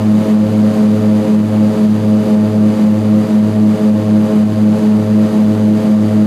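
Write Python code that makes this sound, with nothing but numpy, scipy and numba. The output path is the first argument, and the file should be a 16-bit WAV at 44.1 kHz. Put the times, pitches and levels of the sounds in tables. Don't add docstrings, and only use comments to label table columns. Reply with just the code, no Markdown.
import sys
import numpy as np
from scipy import signal
from scipy.fft import rfft, irfft
from scipy.io import wavfile
from scipy.ndimage import uniform_filter1d, minimum_filter1d
from numba import njit

SR = 44100
rng = np.random.default_rng(int(sys.argv[2]) if len(sys.argv) > 2 else 0)


def output_pcm(signal):
    pcm = np.clip(np.atleast_2d(signal).T, -1, 1) * 32767
    wavfile.write(sys.argv[1], SR, np.round(pcm).astype(np.int16))


N = 276066
TIME = np.arange(N) / SR
LEFT_BLADE_HZ, RIGHT_BLADE_HZ, BLADES = 105.1, 107.108, 3

# multiple of the blade rate, left level in dB, right base level in dB,
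# time in seconds at which the two sides first arrive in step.
BLADE_HARMONICS = [ (1, -16.2, -13.4, 0.048), (2, -15.5, -10.7, 0.121), (3, -28.6, -31.5, 0.14),
                   (4, -63, -27.5, 0.097), (5, -30, -35, 0.047), (6, -33.5, -37, 0.031),
                   (7, -47, -47, 0.058), (8, -53, -43, 0.049), (9, -50, -47.5, 0.044),
                   (10, -52.5, -48, 0.036), (11, -51, -53.5, 0.036)]
def propellers(left, right, base_rough=0.014, top_rough=0.35, flutter_hz=3.8, smear_cycles=0.22):
    node_s, node_to_crest_s, fifth_db_per_s = 2.4, 4.9, -1.64
    standing_wave = {3: np.sin(np.pi / 2 * (TIME - node_s) / node_to_crest_s),
                     5: undb(fifth_db_per_s * (TIME - TIME.mean()))}
    drone = 0
    for k, left_db, right_db, in_step_s in BLADE_HARMONICS:
        rough = min(base_rough * k ** 2, top_rough)
        smear = smear_cycles * k
        lag = (RIGHT_BLADE_HZ - LEFT_BLADE_HZ) * in_step_s
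        left_tone = fluttering_tone(k * (left - smear), rough, flutter_hz)
        right_tone = fluttering_tone(k * (right - smear - lag), rough, flutter_hz)
        drone += undb(left_db) * left_tone + undb(right_db) * standing_wave.get(k, 1) * right_tone
    return drone


def blade_passes(hunt_period_s=1.724, fastest_s=0.17, left_swing_hz=0.1, right_swing_hz=0.083):
    sag_hz_per_s = 0.0112
    hunt = np.cos(2 * np.pi * (TIME - fastest_s) / hunt_period_s)
    left_hz = LEFT_BLADE_HZ + left_swing_hz * hunt
    right_hz = RIGHT_BLADE_HZ + right_swing_hz * hunt - sag_hz_per_s * TIME
    return np.cumsum(left_hz) / SR, np.cumsum(right_hz) / SR


def fluttering_tone(cycles, rough, flutter_hz):
    angle = 2 * np.pi * cycles
    return (1 + rough * wobble(flutter_hz)) * np.cos(angle) + rough * wobble(flutter_hz) * np.sin(angle)


# multiple of the shaft rate, left level in dB, right level in dB.
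SHAFT_ORDERS = [(2, -56, -48), (4, -39, -38), (5, -31, -36), (7, -42, -40), (8, -43, -51), (10, -52, -48),
                (11, -44, -56), (13, -52, -49), (14, -56, -49), (16, -58, -54), (17, -54, -52),
                (23, -60, -56)]
def shafts(left, right, rough=0.36, flutter_hz=27.0):
    orders, left_db, right_db = np.transpose(SHAFT_ORDERS)
    grain = 0
    for passes, levels_db in ((left, left_db), (right, right_db)):
        turns = passes / BLADES
        tones = sum(undb(db) * np.cos(2 * np.pi * (order * turns + rng.random()))
                    for order, db in zip(orders, levels_db))
        grain += tones * (1 + rough * wobble(flutter_hz))
    return grain


# pitch in Hz, level in dB.
GEAR_WHINES = [(1817.5, -54.5), (1866, -59), (2978, -57), (3035, -63.5), (4757, -68), (4953, -87),
               (9691, -65), (9797, -66), (9834, -76), (11515, -72), (12043, -86)]
def gears(wander=0.00045, wander_hz=3.36):
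    clock = np.cumsum(1 + wander * wobble(wander_hz)) / SR
    return sum(undb(db) * np.cos(2 * np.pi * (hz * clock + rng.random())) for hz, db in GEAR_WHINES)


# frequency in Hz, relative noise density in dB.
RUMBLE_COLOUR = [(20, 12.5), (55, 3.5), (90, -4.5), (125, -3), (175, 6), (230, 3.5), (290, -1), (380, -8.5),
                 (500, -9), (700, -13.5), (1000, -18), (1300, -17), (1700, -32), (3000, -47)]
# frequency in Hz, relative noise density in dB.
HISS_COLOUR = [(500, -28), (1500, 4), (2200, 1.5), (3300, -2), (4400, -3.5), (4800, -2), (5300, -11),
               (6300, -7), (9200, -13), (9800, -9.5), (10500, -18), (12300, -13.5), (14000, -22),
               (15300, -28)]
# time in seconds, gain in dB.
AIR_STRENGTH = [(0, 1.1), (1.0, 0.85), (2.7, -0.04), (4.5, 0), (6.26, 0.9)]
def airflow(rumble_db=-19.5, hiss_db=-39):
    bed = noise(RUMBLE_COLOUR) * undb(rumble_db) + noise(HISS_COLOUR) * undb(hiss_db)
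    strength_db = np.interp(TIME, *np.transpose(AIR_STRENGTH))
    return bed * undb(strength_db)


def noise(colour):
    hz, db = np.transpose(colour)
    bin_hz = np.maximum(np.arange(N // 2 + 1) * SR / N, 1)
    shape = undb(np.interp(np.log(bin_hz), np.log(hz), db))
    shaped = irfft(rfft(rng.standard_normal(N)) * shape, N)
    return shaped / shaped.std()


def wobble(rate_hz, points=4096, span_s=8):
    hz = np.arange(points // 2 + 1) / span_s
    slow = irfft(rfft(rng.standard_normal(points)) / (1 + (hz / rate_hz) ** 2))
    return np.interp(TIME, np.arange(points) * span_s / points, slow / slow.std())


def undb(db):
    return 10 ** (np.asarray(db) / 20)


def gain_control(x, duck_db=1.3, bass_hz=140, window_s=0.04):
    bass = signal.sosfilt(signal.butter(6, bass_hz, fs=SR, output="sos"), x)
    power = uniform_filter1d(bass ** 2, int(window_s * SR))
    swell = power / power.mean() - 1
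    return x * undb(-duck_db * swell)


def microphone(x, bend=0.18, low_cut_hz=179.4):
    bent = x + bend * (x ** 2 - np.mean(x ** 2))
    return signal.sosfilt(signal.butter(2, low_cut_hz, "highpass", fs=SR, output="sos"), bent)


@njit
def follow_peaks(size, fall):
    envelope, held = np.empty(len(size)), 0.
    for i in range(len(size)):
        held = max(size[i], held * fall)
        envelope[i] = held
    return envelope


def limiter(x, drive_db=1.5, ceiling=0.7, release_s=0.17, ahead_s=0.005):
    driven = x * undb(drive_db)
    peaks = follow_peaks(np.abs(driven), np.exp(-1 / (release_s * SR)))
    gain = np.minimum(1, ceiling / (peaks + 1e-9))
    span = int(ahead_s * SR)
    return driven * uniform_filter1d(minimum_filter1d(gain, span), span)


def scene():
    left, right = blade_passes()
    tones = propellers(left, right) + shafts(left, right) + gears()
    return (np.sqrt(2) * tones + airflow())[None]


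def record(dry):
    limited = limiter(microphone(gain_control(dry[0])))
    high_cut = signal.ellip(10, 0.1, 80, 15250, fs=SR, output="sos")
    return signal.sosfilt(high_cut, limited)[None]


dry = scene()
out = record(dry)
output_pcm(out)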